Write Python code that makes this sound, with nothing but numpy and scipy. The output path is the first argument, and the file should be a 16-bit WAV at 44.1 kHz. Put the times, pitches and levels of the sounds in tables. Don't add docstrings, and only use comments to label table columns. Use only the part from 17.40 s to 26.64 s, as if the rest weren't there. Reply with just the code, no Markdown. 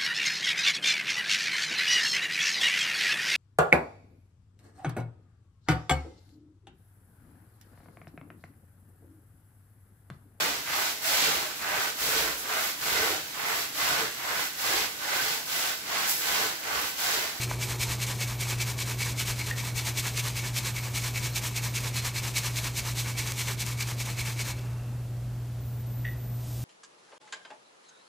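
import sys
import numpy as np
from scipy import signal
from scipy.fft import rfft, irfft, next_fast_len
from scipy.io import wavfile
from scipy.ndimage import uniform_filter1d

SR = 44100
rng = np.random.default_rng(int(sys.argv[2]) if len(sys.argv) > 2 else 0)


def log_audio(samples):
    frames = np.atleast_2d(samples).T
    limited = np.clip(frames, -1, 1)
    pcm = np.round(limited * 32767).astype(np.int16)
    wavfile.write(sys.argv[1], SR, pcm)


def invert_db(x):
    u = np.asarray(x, float) / 20
    return 10 ** u


N = 407484
TIME = np.arange(N) / SR


def rms_one(x):
    return x / np.sqrt(np.mean(np.atleast_2d(x)[0] ** 2) + 1e-20)


def colour(x, points):
    size = next_fast_len(N)
    hz, level = np.transpose(points)
    log_hz = np.log(np.fft.rfftfreq(size, 1 / SR) + 1)
    gain = invert_db(np.interp(log_hz, np.log(hz), level))
    return irfft(rfft(x, size) * gain, size)[..., :N]


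def drift(rate):
    r = np.exp(-80 * np.pi * rate / SR)
    noise = rng.standard_normal(N // 40 + 2002)
    slow = signal.lfilter([1], [1, -2 * r, r * r], noise)[2000:]
    return np.interp(np.arange(N) / 40, np.arange(len(slow)), rms_one(slow - slow.mean()))


def ring(clicks, hz, t60):
    r, w = invert_db(-60 / (t60 * SR)), 2 * np.pi * hz / SR
    return signal.lfilter([0, np.sin(w)], [1, -2 * r * np.cos(w), r * r], clicks + 1e-18)


def grains(per_s, spread_db, side_db):
    chance, size, sign = rng.random((3, N))
    height = invert_db(-spread_db * np.log(size + 0.0063)) * np.sign(sign - .5)
    hits = np.where(chance < per_s / SR, height, 0)
    return rms_one(np.array([hits, hits * invert_db(side_db) * rng.standard_normal(N)]))


# (pitch [Hz], level [dB], wander [Hz])
HUM = [(120.0, -34.5, .35), (59, -51, 1.5), (209, -59, 1.5), (292, -63, 1.5), (39, -62, 2.5)]
# (pitch [Hz], level [dB per Hz])
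RUMBLE = [(12, -46), (22, -36), (45, -8.5), (60, -7), (86, -5.5), (140, -6.5), (200, -42.5)]
# (pitch [Hz], level [dB per Hz])
AIR = [(100, -50), (160, 2.5), (250, 1.5), (400, -11), (630, -6), (1000, -21.5), (2000, -19.5),
       (4000, -24.5), (8000, -29), (13000, -62), (15500, -29)]
# (pitch [Hz], side minus mid [dB])
WIDTH = [(30, -32), (150, -70), (250, -31), (700, -13), (1290, -12), (2380, -13), (4400, -7), (8120, -5.5),
         (15000, -6)]


def background():
    hum = np.zeros(N)
    for hz, level, wander in HUM:
        gain = np.sqrt(2) * invert_db(level + 0.73 * drift(3.5))
        hum += gain * np.sin(2 * np.pi * np.cumsum(hz + wander * drift(5.29)) / SR)
    white = rng.standard_normal((2, 2, N))
    rumble = invert_db(-45) * rms_one(colour(white[0], RUMBLE))
    air = invert_db(-50.5) * rms_one(colour(white[1], AIR))
    noise = rumble + air
    return np.array([hum + noise[0], colour(noise[1], WIDTH)])


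# (start [s], end [s], trill pitch [Hz], level [dB])
INSECT = [(-.1, .13, 14050, -55), (.18, .42, 14050, -54), (.47, .76, 14050, -56), (.775, 1.01, 14050, -54),
          (1.2, 1.37, 14080, -54), (1.46, 1.67, 14100, -54), (2.135, 2.28, 14050, -53),
          (2.31, 2.55, 14050, -55), (2.66, 2.9, 14080, -54), (3.29, 3.52, 14080, -52),
          (3.57, 3.82, 14060, -55), (3.86, 4.13, 14050, -55), (4.17, 4.42, 14080, -54),
          (8.203, 8.39, 14540, -56), (8.459, 8.738, 14050, -53), (8.759, 9.047, 14050, -53),
          (9.068, 9.19, 14200, -51)]
# (time [s], offset from trill pitch [Hz])
SWOOP = [(0, 350), (.016, -1150), (.046, -450), (.05, -1)]
# (start [s], end [s], first pitch [Hz], last pitch [Hz], level [dB])
GLIDES = [
    (8.39, 8.43, 14750, 13650, -56),
    (9.19, 9.207, 13900, 14550, -53),
    (9.207, 9.24, 14550, 13850, -53),
]


def insect(depth_hz=420, edge_s=.004, trills_per_s=38.):
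    hz, gain = np.full(N, 14000.), np.zeros(N)
    dip_s, dip_hz = np.transpose(SWOOP)
    for start, end, pitch_hz, level in INSECT:
        on = slice(*np.searchsorted(TIME, [start, end]))
        t = TIME[on] - start
        stroke = (np.maximum(t - dip_s[-1], 0) * trills_per_s) % 1
        trill_hz = (t > dip_s[-1]) * depth_hz * (.5 - stroke)
        hz[on] = pitch_hz + np.interp(t, dip_s, dip_hz) + trill_hz
        gain[on] = invert_db(level - 3.5 * (t < dip_s[-1]) - 2.2 * stroke)
    for start, end, first_hz, last_hz, level in GLIDES:
        on = (TIME >= start) & (TIME < end)
        hz[on] = np.interp(TIME[on], [start, end], [first_hz, last_hz])
        gain[on] = invert_db(level)
    hz = uniform_filter1d(hz, size=131) + 45 * drift(140)
    gain = uniform_filter1d(gain, size=round(edge_s * SR)) * invert_db(1.6 * drift(90))
    return np.sqrt(2) * gain * np.sin(2 * np.pi * np.cumsum(hz) / SR)


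# (time [s], level [dB])
DUST = [(7.25, -70), (7.55, -66), (8.0, -78), (8.9, -70), (9.0, -57), (9.07, -52), (9.24, -49.5)]
# (pitch [Hz], level [dB per Hz])
DUST_COLOUR = [(1200, -30), (2500, -11), (4000, -7.5), (7000, -7), (10900, -11), (15500, -21)]
# (time [s], level [dB])
FALL = [(0.0, -45.5), (.45, -46.5), (1.0, -48.5), (4.7, -51), (6.9, -51.5), (7.3, -50), (7.67, -56.5),
        (9.24, -55)]
# (pitch [Hz], level [dB per Hz])
FALL_COLOUR = [(150, -36), (280, -3.5), (370, 2.5), (550, -7), (850, -5), (1000, -6.5), (1500, -11),
               (3000, -30)]


def powder():
    s, level = np.transpose(DUST)
    dust = rms_one(colour(grains(15000, spread_db=2.0, side_db=-29), DUST_COLOUR))
    dust = dust * invert_db(np.interp(TIME, s, level, left=-120))
    s, level = np.transpose(FALL)
    fall = rms_one(colour(grains(6000, spread_db=1.5, side_db=-16.5), FALL_COLOUR))
    return dust + fall * invert_db(np.interp(TIME, s, level) - 0.5)


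# (time [s],
# out peak [dB], back delay [ms], back peak [dB], throw against the rim [dB])
SWINGS = [(0.028, -30.5, 92, -39, -4), (0.227, -33, 86, -34, -1.5), (0.426, -28, 87.5, -33, -4.5),
          (0.629, -31, 73, -33.5, -4.5), (0.822, -32, 84, -39, -2), (1.024, -31, 90, -32.5, -6),
          (1.215, -31.5, 77, -35.5, -2), (1.414, -31, 86, -34.5, -5.5), (1.62, -31, 51, -34, -0.5),
          (1.808, -30, 88, -30.5, -4.5), (2.005, -33.5, 83, -36.5, -1.5),
          (2.196, -33.5, 71, -37.5, -2.5), (2.387, -30, 91, -31.5, -3.5),
          (2.586, -29.5, 79, -32.5, -6), (2.786, -30.5, 83, -33.5, -2), (2.981, -32, 83, -37, -1.5),
          (3.177, -30.5, 96, -33, -8), (3.378, -34, 81, -38.5, -2),
          (3.57, -30.5, 92, -33.5, -3.5), (3.77, -32.5, 84, -35.5, -2.5), (3.971, -32, 87, -34, -4),
                 (4.175, -32, 81, -36.5, -3), (4.372, -32, 88, -35, -5), (4.574, -30.5, 92, -33, -1.5),
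                 (4.777, -31.5, 85, -35.5, -2.1), (4.973, -29.5, 87, -33.5, -7),
                 (5.181, -29.5, 83, -34, -7), (5.384, -31, 93, -35, -4), (5.591, -31, 90, -36.5, -7.5),
                 (5.797, -32, 89, -35.5, -0.8), (6.004, -29, 93, -33.5, -4.5),
                 (6.217, -34.5, 77, -39.5, -4), (6.418, -32.5, 80, -38, -2.5), (6.614, -35.5, 71, -39, -4),
                 (6.802, -35.5, 82, -37, 3), (7.007, -34.5, 78, -38, 0.5), (7.2, -47.5, 49, -55, 0)]


def shaking():
    start, out_db, delay_ms, back_db, throw_db = np.transpose(SWINGS)
    s = np.ravel([start, start + delay_ms / 1000], order="F")
    peak = np.ravel([out_db, back_db], order="F")
    back = np.arange(len(s)) % 2 == 1
    usual_db, weakest_db = -33, -41
    weak = usual_db - np.maximum(peak, weakest_db)
    stroke_ms = np.where(back, 55, 34.8) + np.where(back, 3, -0.2) * weak
    half = stroke_ms / 2000
    pair = .5 * (peak + np.append(peak[1:], peak[-1]))
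    lull = usual_db + np.where(back, -15, -10) + .6 * (pair - usual_db)
    lull = np.minimum(lull, pair - 5.0)
    following = np.append(s[1:] - half[1:], s[-1] + .2)
    middle = .5 * (s + half + following)
    times = np.array([s - half, s - 0.65 * half, s + 0.6 * half, s + half, middle]).T.ravel()
    levels = np.array([peak - 5.0, peak - .6, peak - .6, peak - 5.0, lull]).T.ravel()
    order = np.argsort(times)
    grit_db = np.interp(TIME, times[order], levels[order])
    grit_db -= 60 * np.clip(TIME - s[-1] - .05, 0, None)
    rim_db = np.where(back, -8 + 0.26 * weak, throw_db.repeat(2))
    chunk_db = np.where(back, -6.5, -14.5) + 0.36 * weak
    return grit_db, np.interp(TIME, s, rim_db), np.interp(TIME, s, chunk_db)


def crunch(per_s=350, cycles=7.7):
    cracks = grains(per_s, spread_db=0.0, side_db=-20)[0]
    dealt = rng.integers(0, 12, N)
    pitches = np.geomspace(1900, 8000, num=12)
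    return rms_one(sum(ring(cracks * (dealt == k), hz, cycles / hz) for k, hz in enumerate(pitches)))


# (pitch [Hz], level [dB per Hz])
GRIT = [(900, -44), (1500, -26.5), (2300, -6.5), (2940, -7.5), (4140, -5), (4530, -8.5), (6070, -5),
        (8000, -7.5), (10300, -13), (14100, -13), (15500, -17)]
# (pitch [Hz], level [dB], time to fade by 60 dB [s])
RIM = [(2180, -18, 0.023), (2250, 1.5, 0.048), (2318, 2, 0.033), (2566, 0, 0.039), (2700, -14, .7),
       (2646, -23, 0.63), (4235, 2, 0.025), (4740, -1.5, 0.029), (1800, -28, 0.018)]
# (pitch [Hz], level [dB per Hz])
CHUNKS = [(250, -7.5), (450, -6), (746, -10.5), (900, -0.5), (1150, -2), (1350, -6.5), (1750, -2.5),
          (2100, -5.5), (3500, -18.5)]


def sieve():
    grit_db, rim_db, chunk_db = shaking()
    contacts = grains(14000, spread_db=2.0, side_db=-21)
    grit = rms_one(colour(contacts, GRIT)) * invert_db(grit_db + 1.66 * drift(25))
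    grit[0] += crunch() * invert_db(grit_db - 11.5)

    blows = grains(2200, spread_db=2.5, side_db=-31) * invert_db(grit_db + rim_db - 2.5)
    rim, power = 0, 0
    for hz, level, t60 in RIM:
        loaded_t60 = min(t60, .07)
        rim = rim + invert_db(level + 2.5 * drift(8)) * ring(blows, hz, loaded_t60)
        power += invert_db(2 * level) * loaded_t60
    rim = rim / np.sqrt(power * SR / (4 * np.log(1000)))

    slow_db = uniform_filter1d(grit_db, size=1301)
    chunks = rms_one(colour(grains(2500, spread_db=1.0, side_db=-28), CHUNKS))
    chunks = chunks * invert_db(slow_db + chunk_db + 2.5)

    rest_s, rest_db, fade_db_per_s = 7.17, -58, 26
    crumbs = grains(700, spread_db=2.0, side_db=-30)
    singing = rms_one(sum(ring(crumbs, hz, .03) for hz, level, t60 in RIM if t60 > .4))
    singing = singing * (TIME > rest_s) * invert_db(rest_db - fade_db_per_s * np.abs(TIME - rest_s))
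    return grit + rim + chunks + singing


# (time [s], peak level [dB], pitch [Hz], length of ring [cycles])
KNOCKS = [(0.1118, -23, 1150, 10), (.1135, -25, 800, 11), (.115, -23, 1710, 9.7), (1.131, -18, 4500, 6.),
          (1.390, -24, 2250, 15), (1.67, -23, 6000, 7.), (3.520, -27, 9000, 6.), (4.406, -21, 7000, 6.),
          (4.886, -28, 5500, 7.), (5.921, -13, 7000, 4.4), (6.204, -31, 2220, 14.),
          (6.2651, -16.5, 8050, 9.), (7.182, -39, 2190, 9.), (7.194, -31, 3500, 5.9),
          (7.241, -37, 1500, 6.), (7.271, -40, 2780, 9.), (7.333, -37, 5000, 6.), (7.376, -43, 6000, 6.)]
# (time [s], peak level [dB], pitch [Hz])
THUDS = [(0.289, -35, 1060), (0.471, -30, 930), (0.5, -28, 980), (0.81, -33, 594), (0.997, -36, 1010),
         (1.071, -31, 1140), (1.489, -38, 910), (2.238, -30, 920), (2.853, -32, 1150), (3.969, -34, 888),
         (4.183, -38, 686), (4.578, -39, 902), (4.85, -31, 1100), (5.244, -48, 1150), (5.379, -38, 805),
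         (6.045, -35, 961), (6.113, -29, 1090), (6.413, -39, 1580), (6.61, -38, 915), (6.678, -34, 1090),
         (6.792, -43, 1690)]


def knocks():
    out, click = np.zeros(N), np.eye(1, 1500)[0]
    thuds = [(s, level - 0.5, hz, 14.) for s, level, hz in THUDS]
    for s, level, hz, cycles in KNOCKS + thuds:
        at = round(s * SR)
        tone = ring(click, hz, cycles / hz)
        overtone = .45 * ring(click, 1.8 * hz, 0.33 * cycles / hz)
        out[at:at + 1500] += invert_db(level) * (tone + overtone)
    return out


# (time [s], peak level [dB], pitch [Hz])
DRIPS = [
    (2.11, -24, 1850),
    (8.6455, -39, 1960),
    (8.65, -30.5, 1870),
    (8.6585, -37, 1920),
    (8.6655, -32.5, 1890),
    (8.676, -35, 1980),
    (8.684, -36, 1910),
]
# (multiple of its pitch, level [dB])
DRIP_OVERTONES = [(.8, -15), (1, 4.5), (1.12, -10), (1.38, -12), (1.5, -10.5), (1.75, -14), (1.92, -14.5),
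                  (2.45, -24), (3.1, -20)]


def drips(rise_s=0.0036, t60=0.024, first_db=-30):
    out, t = np.zeros(N), np.arange(6000) / SR
    shape = (1 - np.exp(-t / rise_s)) * invert_db(-60 * t / t60)
    for s, level, hz in DRIPS:
        dulling_db = 0.57 * min(level - first_db, 0)
        tone = np.zeros(len(t))
        for k, gain in DRIP_OVERTONES:
            fading_db = gain + (k > 1) * dulling_db - 180 * (k - 1) * t
            tone += invert_db(fading_db) * np.sin(2 * np.pi * k * hz * t)
        at = round(s * SR)
        out[at:at + len(t)] += invert_db(level - 4.0) * tone * shape / shape.max()
    return out + room(out, t60=.43, level_db=-8)[0]


def room(x, t60=0.18, level_db=-17):
    t = np.arange(round(.4 * SR)) / SR
    tail = rng.standard_normal((2, len(t))) * invert_db(-60 * t / t60) * (t > .006)
    tail = tail / np.sqrt(np.sum(tail[0] ** 2)) * invert_db([[level_db], [level_db - 27]])
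    return signal.fftconvolve(x[None], tail, axes=1)[:, :N]


def scene():
    near, far = sieve() + powder(), drips()
    near[0] += knocks() + insect()
    mid, side = near + room(near[0] + invert_db(5) * far) + background()
    return np.array([mid + far + side, mid + far - side])


def low_pass(x):
    return signal.sosfilt(signal.butter(12, 16000, fs=SR, output="sos"), x)


def record(dry):
    top_hz, block, first = 15060, 1024, 623
    hz = np.fft.rfftfreq(N, 1 / SR)
    spectra = rfft([dry[0] + dry[1], dry[0] - dry[1]]) / 2
    mid, side = irfft(spectra * (hz < top_hz), N)
    centres = np.arange(first, N, block)
    treble = irfft(spectra[0] * (hz > 2000) * (hz < 12000), N)
    level = 10 * np.log10(uniform_filter1d(treble ** 2, size=block)[centres] + 1e-12)
    quiet, falling = level < -54, np.diff(level, prepend=0) < -.5
    chance = rng.random((2, len(centres)))
    keep_high = quiet | (chance[0] < np.where(falling, .42, .1))
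    keep_low = chance[1] < np.where(keep_high & ~quiet, .65, .17)
    leak = invert_db(np.where(quiet, -23, -15))
    errors = mid * drift(40) * np.interp(np.arange(N), centres, leak)
    kept = irfft(rfft(side) * (hz >= 190) * (hz < 1400), N)
    for keep, band, share in ((keep_low, hz < 190, .5), (keep_high, hz >= 1400, 1)):
        gate = np.clip(2 * np.interp(np.arange(N), centres, keep) - .5, 0, 1)
        kept += gate * irfft(rfft(side + share * errors) * band, N)
    return low_pass(np.array([mid + kept, mid - kept]))


dry = scene()
out = record(dry)
log_audio(out)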